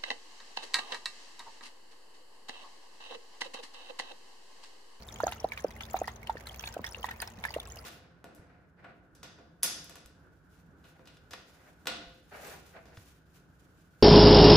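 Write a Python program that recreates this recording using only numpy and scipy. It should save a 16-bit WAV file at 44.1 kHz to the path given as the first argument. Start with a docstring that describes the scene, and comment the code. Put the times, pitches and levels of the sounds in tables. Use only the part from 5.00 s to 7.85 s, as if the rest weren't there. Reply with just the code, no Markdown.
"""Water plops, patters and fizzes as a thin stream falls on the wheel of a small garden fountain.
Big drops trap air in the basin, and each bubble rings with a rising pitch. Other drops slap the wet
paddles, while small bubbles ping through a fine spray. The stone surround answers briefly;
a low rumble and a faint pump hum lie underneath."""
import sys
import numpy as np
from scipy import signal
from scipy.fft import rfft, irfft
from scipy.io import wavfile
from scipy.ndimage import uniform_filter1d

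SR = 44100
rng = np.random.default_rng(int(sys.argv[2]) if len(sys.argv) > 2 else 0)


def wrap_up_sound(samples):
    """Save the sound to the file named by the first command line argument, as 16-bit audio."""
    columns = np.atleast_2d(samples).T
    # keep every value between -1 and 1, then stretch to whole-number steps
    tamed = np.clip(columns, -1, 1)
    steps = np.round(tamed * 32767).astype(np.int16)
    wavfile.write(sys.argv[1], SR, steps)


N = 125685

# how alike left and right are in any noise: frequency_hz, likeness_0_to_1
STEREO_LIKENESS = [(100, 0.99), (450, 0.84), (900, 0.13), (1800, 0.11), (4000, 0), (15000, 0.07)]
# tones of the pump: pitch_hz, level_db
PUMP_TONES = [(59, -59), (224, -65.5)]
# EQ curves: frequency_hz, gain_db
RUMBLE_EQ = [(20, -26), (38, -21), (50, -1.5), (59, 1), (72, -0.5), (95, -5), (125, -6.5), (180, -13.5),
             (300, -17.5), (500, -14.5), (800, -15), (1300, -23.5), (1900, -25), (3000, -35), (6500, -43.5),
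             (8500, -50), (15500, -49.5)]  # outdoor rumble with a soft wash of water
STONE_EQ = [(150, 23.5), (500, -4.5), (1000, 4.5), (2000, 5.5), (6000, -10), (15000, -4)]  # reflections off the stonework
CRACK_EQ = [(500, -18), (2000, -8), (6000, -6.5), (9000, -7.5), (15000, -5.5)]  # one droplet bursting
SPRAY_EQ = [(300, -3), (800, 18), (1800, 4), (3500, -0.5), (6600, 3), (8200, -6.5), (11000, -2),
            (13500, -6), (15500, -0.5), (17000, -20)]  # all the spray's ticks together
SPLASH_EQ = [(200, -9), (500, -8.5), (900, 13.5), (1300, -3.5), (1600, -3), (1860, 7.5), (2200, -6),
             (3500, 0.5), (6500, -10), (8500, -13.5), (15000, -15.5)]  # water breaking on a paddle
SPLAT_EQ = [(300, -9.5), (800, 7), (1300, 0), (2200, -20), (5000, -43), (15000, -46)]  # a big drop hitting the basin
# fader ride of the fine spray: time_s, level_db
SPRAY_RIDE = [(0, -59), (.15, -57.5), (.33, -52), (.47, -60.5), (.6, -52.5), (.75, -60.5), (.95, -53),
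              (1.09, -56), (1.2, -68.5), (1.4, -59), (1.48, -55.5), (1.68, -53.5), (1.79, -65.5),
              (1.88, -54), (2.24, -57.5), (2.35, -61.5), (2.47, -54), (2.85, -56.5)]
# small bubbles that stand out of the spray: start_s, pitch_hz, level_db, pan_db
BUBBLE_PINGS = [(0.022, 4400, -43, -5.5), (0.087, 3610, -35, 0), (0.141, 6820, -35, 1),
                (.228, 6200, -35.5, 0), (0.2382, 4690, -36, -1), (0.268, 6450, -25.5, 1.5),
                (.2905, 4540, -46, -1), (0.3114, 1720, -40, -4), (.331, 4200, -56, 1),
                (0.401, 5660, -35.5, 5), (0.5952, 1650, -39.5, -2), (.7635, 2045, -37, -3),
                (0.8338, 3420, -34, 0), (0.908, 7300, -39.5, 10), (0.9888, 6320, -34, 6),
                (1.0747, 4840, -35.5, -12), (1.159, 6100, -42.5, 9), (1.2297, 2170, -37, -2),
                (1.4937, 3160, -35.5, 4), (1.595, 3110, -34, 1), (1.654, 9550, -42, 8),
                (1.6588, 3530, -33.5, -5), (1.8484, 5000, -33.5, -2), (1.8636, 5580, -33, 4),
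                (1.910, 9850, -39, 3), (1.9222, 5340, -37, 4), (2.0291, 3030, -31.5, 6),
                (2.2022, 4810, -31.5, -7.5), (2.2165, 8740, -32, 7), (2.5053, 4650, -36, 6),
                (2.5976, 9300, -41, 9.5), (2.6001, 3500, -29, 1), (2.673, 7665, -43, 9),
                (2.7205, 6700, -36, 1), (2.788, 4931, -37, -1.5)]
# drops on the wet paddles: start_s, pitch_hz, ring_db, splash_db, treble_db, pan_db
PADDLE_SLAPS = [(0.2026, 1382, -26.5, -41.5, 11, 0), (.233, 1670, -32.5, -51, -7, -9),
                (0.2662, 1335, -46, -47, -5, -7), (0.2788, 1343, -31, -35.5, -15, -1),
                (.3215, 2785, -31, -35.5, 5, -0.5), (0.5196, 2234, -26, -40.5, 1, -2.5),
                (0.5336, 1690, -37, -47, 6, -4), (0.5751, 2350, -30, -37.5, 0, -2),
                (0.807, 2900, -31, -38, -1, 2), (0.9648, 2310, -34, -41.5, -23, -2),
                (1.0425, 1870, -35.5, -51, 4, 2), (1.0795, 1850, -32, -35, -2.5, 0),
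                (1.2713, 2971, -33.5, -42.5, 7, 3.5), (1.2966, 1367, -35.5, -40.5, -1, -0.5),
                (1.3692, 1750, -35, -52, 1, -1), (1.4696, 4060, -32.5, -42, 16, 0),
                (1.638, 2510, -30.5, -39, -13, -2), (1.6744, 4180, -29.5, -36.5, 7.5, -1.5),
                (1.739, 2500, -53, -41.5, 14, 2), (1.8418, 1810, -28.5, -38, -0.5, -5),
                (1.8671, 3380, -33, -41.5, 14, 0), (1.9460, 2727, -29.5, -44.5, -6, 5),
                (2.0434, 1853, -30.5, -40, -1, 0), (2.055, 1710, -43, -44.5, 11, 2),
                (2.063, 1940, -45, -42, 19, 1), (2.0875, 1910, -30.5, -38.5, -35, -1),
                (2.1102, 1800, -29.5, -40, 5, 0), (2.2008, 1780, -35.5, -44.5, 12, -3),
                (2.218, 6700, -40, -31.5, 41, 1.5), (2.2242, 1674, -33, -37.5, -4, -1),
                (2.2747, 5320, -34.5, -41.5, 9, 1), (2.4383, 2180, -26.5, -34.5, -3, -2),
                (2.4508, 1694, -22.5, -39.5, 8.5, -5), (2.4854, 1950, -34, -59, -24, -5),
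                (2.5394, 2750, -30.5, -36.5, 5, -0.5)]
# drops in the basin: start_s, pitch_hz, level_db, pitch_rise_share, swell_s, decay_s, pan_db
BASIN_PLOPS = [(0.2021, 897, -24, 0.044, 0.00062, 0.0022, -5),
               (0.2343, 425, -17.5, 0.79, 0.0013, 0.0052, -1.5),
               (.2671, 766, -16, 0.022, 0.00064, 0.0025, -2.5), (.2785, 672, -32, 0.07, 0.00043, 0.014, -1),
               (0.4432, 467, -16.5, 0.97, 0.0015, 0.0033, -1.7),
               (.6448, 473, -16, 0.3, 0.0017, 0.0021, -1.7), (0.675, 211, -45.5, 0.084, 0.0037, 0.01, 1.5),
               (.9427, 734, -16.5, 0.033, 0.0005, 0.0038, -3.5),
               (.9530, 700, -31.5, 0.066, 0.0022, 0.0062, -3),
               (.9655, 794, -28.5, 0.11, 0.00043, 0.00091, -8),
               (0.9886, 850, -37, 0.13, 0.00065, 0.0019, -6),
               (1.015, 424, -19.5, 1.31, 0.002, 0.0022, -1.7),
               (1.0786, 865, -24.5, 0.089, 0.00067, 0.0014, -5),
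               (1.2945, 816, -19.5, 0.14, 0.0015, 0.0046, -5),
               (1.3542, 466, -30, 0.2, 0.0002, 0.0017, -1.5),
               (1.7654, 393, -24.5, 1.33, 0.0032, 0.0015, -2), (1.793, 490, -26, .1, 0.00071, 0.00064, -3),
               (1.795, 200, -38, 0.13, 0.0025, 0.011, -0.5), (1.973, 456, -41, .15, 0.00068, .005, 0),
               (1.995, 460, -41, 0.13, 0.00091, 0.0037, -2), (2.0421, 940, -22, 0.03, 0.0022, 0.001, -6.5),
               (2.0853, 850, -34.5, 0.11, .001, 0.0021, -2),
               (2.2257, 820, -34.5, 0.11, 0.00031, 0.0047, -6),
               (2.378, 205.5, -43.5, 0.076, .003, 0.017, -0.5),
               (2.4505, 910, -30.5, 0.063, .001, 0.0015, -7), (2.5055, 840, -36.5, 0.11, .001, 0.0024, -4),
               (2.5622, 346, -23.5, 1.21, 0.0023, .0036, -1), (2.5845, 760, -34, 0.11, .001, 0.0013, -4),
               (2.766, 614, -37.5, 0.079, 0.00065, 0.0015, -3)]

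PING_SWELL_S, PING_DECAY_S, PING_RISE = 0.00072, 0.0023, 0.038
RING_SWELL_S, RING_DECAY_CYCLES, RING_RISE = 0.00035, 7.2, 0.042
SPLASH_SWELL_S, SPLASH_DECAY_S, WASH_DECAY_S, WASH_DB = 0.0016, 0.0023, 0.026, -13


def undb(db):
    """Decibels to gain."""
    return 10 ** (np.asarray(db) / 20)


def unit(x):
    """Scale to rms 1."""
    return x / np.sqrt(np.mean(x ** 2) + 1e-20)


def curve(points, size):
    """Read (Hz, value) points at the bins of a spectrum."""
    hz, value = np.array(points, float).T
    return np.interp(np.log(np.fft.rfftfreq(size, 1 / SR) + 1), np.log(hz), value)


def noise(eq, size):
    """Coloured stereo noise, centred in the bass and wide on top."""
    likeness = curve(STEREO_LIKENESS, size)
    mid, side = rfft(rng.standard_normal((2, size))) * undb(curve(eq, size))
    mid, side = mid * np.sqrt(1 + likeness), side * np.sqrt(1 - likeness)
    return unit(irfft(np.array([mid + side, mid - side]), size))


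def drift(rate_hz):
    """Slow random wander with a spread near 1."""
    step = int(SR / rate_hz)
    return uniform_filter1d(np.repeat(rng.standard_normal(N // step + 2), step), step)[:N]


def place(out, start_s, sound, pan_db):
    """Drop a short sound into the mix; positive pan leans left."""
    i = int(np.clip(start_s * SR, 0, N - 1))
    panned = sound * undb(np.array([[pan_db], [-pan_db]]) / 2)
    out[:, i:i + sound.shape[-1]] += panned[:, :N - i]


def seconds(size=4096):
    """Time since a sound began."""
    return np.arange(size) / SR


def envelope(t, swell_s, decay_s):
    """Rounded attack and exponential decay, peak 1."""
    shape = (1 - np.exp(-(t / swell_s) ** 2)) * np.exp(-t / decay_s)
    return shape / shape.max()


def rumble(level_db=-50.5, waver_db=0.83):
    """The bed: outdoor rumble and a soft wash of water, gently wavering."""
    return noise(RUMBLE_EQ, N) * undb(level_db + waver_db * drift(9.71))


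def pump_hum(waver_db=3.5, wobble_rad=1.35):
    """The pump hums on two low tones that wander in level and phase."""
    hum = np.zeros(N)
    for hz, db in PUMP_TONES:
        peak = np.sqrt(2) * undb(db + waver_db * drift(7.08))
        hum += peak * np.sin(2 * np.pi * hz * seconds(N) + wobble_rad * drift(6.28))
    return hum


def stone_echo(predelay_s=0.0026):
    """Impulse response: tight reflections off the close stonework, a longer tail from the yard."""
    t = np.maximum(seconds(12000) - predelay_s, 0)

    def tail(db, decay_s):
        reflections = noise(STONE_EQ, len(t)) * envelope(t, 0.00033, decay_s)
        return undb(db) * unit(reflections) / np.sqrt(len(t))
    return tail(db=-12.5, decay_s=0.0076) + tail(db=-16.5, decay_s=0.021)


def bubble(hz, rise, swell_s, decay_s, lag_s=None, glide_s=0.0054):
    """Trapped air rings and climbs by the share `rise` of its pitch as it nears the surface."""
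    if lag_s is None:  # somewhere around the wheel: the right ear usually hears it later
        lag_s = rng.normal(0.00011, 0.00007)
    t = np.maximum(seconds() - np.array([[0], [lag_s]]), 0)
    cycles = hz * (t + rise * (t - glide_s * (1 - np.exp(-t / glide_s))))
    return envelope(t, swell_s, decay_s) * np.sin(2 * np.pi * cycles)


def tick(hz, swell_s, decay_s, width_oct=0.088, skirt_db=-16, size=1024):
    """A droplet bursts: a brief crack coloured by its own resonance."""
    octaves = np.log2((np.fft.rfftfreq(size, 1 / SR) + 1) / hz)
    resonance = 1 / (1 + (octaves / width_oct) ** 2) + undb(skirt_db)
    crack = irfft(rfft(noise(CRACK_EQ, size)) * resonance, size)
    return envelope(seconds(size), swell_s, decay_s) * unit(crack)


def scatter(per_s, low_hz, high_hz, spread_db=6, width_db=5.5):
    """A loose, steady sprinkle of droplets: start_s, pitch_hz, gain, pan_db."""
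    count = int(per_s * N / SR)
    jitter, strength, side, height = rng.random((count, 4)).T
    start_s = (np.arange(count) + 4 * jitter - 2) / per_s % (N / SR)
    hz = low_hz * (high_hz / low_hz) ** height
    gain = undb(spread_db * np.minimum(-np.log(1 - strength), np.e))  # many soft, a few loud
    return zip(start_s, hz, gain, width_db * (2 * side - 1))


def spray(fizz_db=-3.5, decay_cycles=6.1):
    """Fine droplets tick on wood and stone and tiny bubbles fizz, swelling and ebbing together."""
    ticks, fizz = np.zeros((2, N)), np.zeros((2, N))
    for start_s, hz, gain, pan_db in scatter(per_s=150, low_hz=2040, high_hz=16200):
        place(ticks, start_s, gain * tick(hz, swell_s=0.00033, decay_s=0.0035), pan_db)
    for start_s, hz, gain, pan_db in scatter(per_s=300, low_hz=757, high_hz=3440):
        place(fizz, start_s, gain * bubble(hz, PING_RISE, PING_SWELL_S, decay_cycles / hz), pan_db)
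    ticks = irfft(rfft(ticks) * undb(curve(SPRAY_EQ, N)), N)
    flow = undb(np.interp(seconds(N), *np.array(SPRAY_RIDE).T))
    return flow * (unit(ticks) + undb(fizz_db) * unit(fizz))


def pings(crack_db=-12.5, ring_db=-2):
    """The sparkle: small bubbles ring, each set off by a tiny crack."""
    out = np.zeros((2, N))
    for start_s, hz, db, pan_db in BUBBLE_PINGS:
        crack = tick(hz, PING_SWELL_S, PING_DECAY_S)
        ring = bubble(hz, PING_RISE, PING_SWELL_S, PING_DECAY_S)
        place(out, start_s, undb(db + crack_db) * crack, pan_db)
        place(out, start_s, undb(db + ring_db) * ring, pan_db)
    return out


def gurgle(count=7, span_s=0.02, low_hz=1290, high_hz=4460, decay_cycles=8):
    """A quick, fading cluster of tiny bubbles left by a splash."""
    out = 0
    for lateness, height in rng.random((count, 2)):
        hz = low_hz * (high_hz / low_hz) ** height
        ring = bubble(hz, PING_RISE, RING_SWELL_S, decay_cycles / hz)
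        out = out + np.exp(-2 * lateness) * np.roll(ring, int(lateness * span_s * SR), axis=1)
    return out


def paddle_slaps(gurgle_db=-2, lead_s=0.0055, lead_db=-11.5):
    """Drops burst on the paddles: a sharp splash, a softer wash, a short watery ring and a gurgle."""
    out, t = np.zeros((2, N)), seconds()
    burst = envelope(t, SPLASH_SWELL_S, SPLASH_DECAY_S)
    wash = undb(WASH_DB) * envelope(t, SPLASH_SWELL_S, WASH_DECAY_S)
    for start_s, hz, ring_db, splash_db, treble_db, pan_db in PADDLE_SLAPS:
        # each burst has its own high shelf, ramping in over the octave above 3800 Hz
        burst_eq = [(f, db + treble_db * np.clip(np.log2(f / 3800), 0, 1)) for f, db in SPLASH_EQ]
        ring = bubble(hz, RING_RISE, RING_SWELL_S, RING_DECAY_CYCLES / hz)
        splash = burst * noise(burst_eq, len(t)) + wash * noise(SPLASH_EQ, len(t))
        splash += undb(gurgle_db) * gurgle()
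        place(out, start_s, undb(ring_db) * ring + undb(splash_db) * splash, pan_db)
        # outriders of the drop land just ahead of it
        place(out, start_s - lead_s, undb(splash_db + lead_db) * gurgle(), pan_db)
    return out


def basin_plops(splat_db=-20.5, splat_decay_s=0.0044):
    """Big drops splat on the basin and trap air that rings with a round, rising plop."""
    out, t = np.zeros((2, N)), seconds()
    for start_s, hz, db, rise, swell_s, decay_s, pan_db in BASIN_PLOPS:
        # a bubble radiates little far below its starting pitch
        low_cut = signal.butter(2, 0.45 * hz, "high", fs=SR, output="sos")
        ring = signal.sosfilt(low_cut, bubble(hz, rise, swell_s, decay_s, lag_s=0.00004))
        splat = undb(splat_db) * envelope(t, swell_s, splat_decay_s) * noise(SPLAT_EQ, len(t))
        place(out, start_s, undb(db) * (ring + splat), pan_db)
    return out


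def scene():
    """The water and its echo off the stone, over a dry bed of hum and rumble."""
    bed, echo = pump_hum() + rumble(), stone_echo()
    water = basin_plops() + paddle_slaps() + pings() + spray()
    return bed + water + signal.fftconvolve(water, echo, axes=1)[:, :N]


def record(dry):
    """Master EQ: roll off the deepest rumble and cut the very top steeply."""
    low_cut = signal.butter(2, 26, "high", fs=SR, output="sos")
    high_cut = signal.ellip(12, 0.2, 70, 15900, fs=SR, output="sos")
    return signal.sosfilt(high_cut, signal.sosfilt(low_cut, dry))


dry = scene()
out = record(dry)
wrap_up_sound(out)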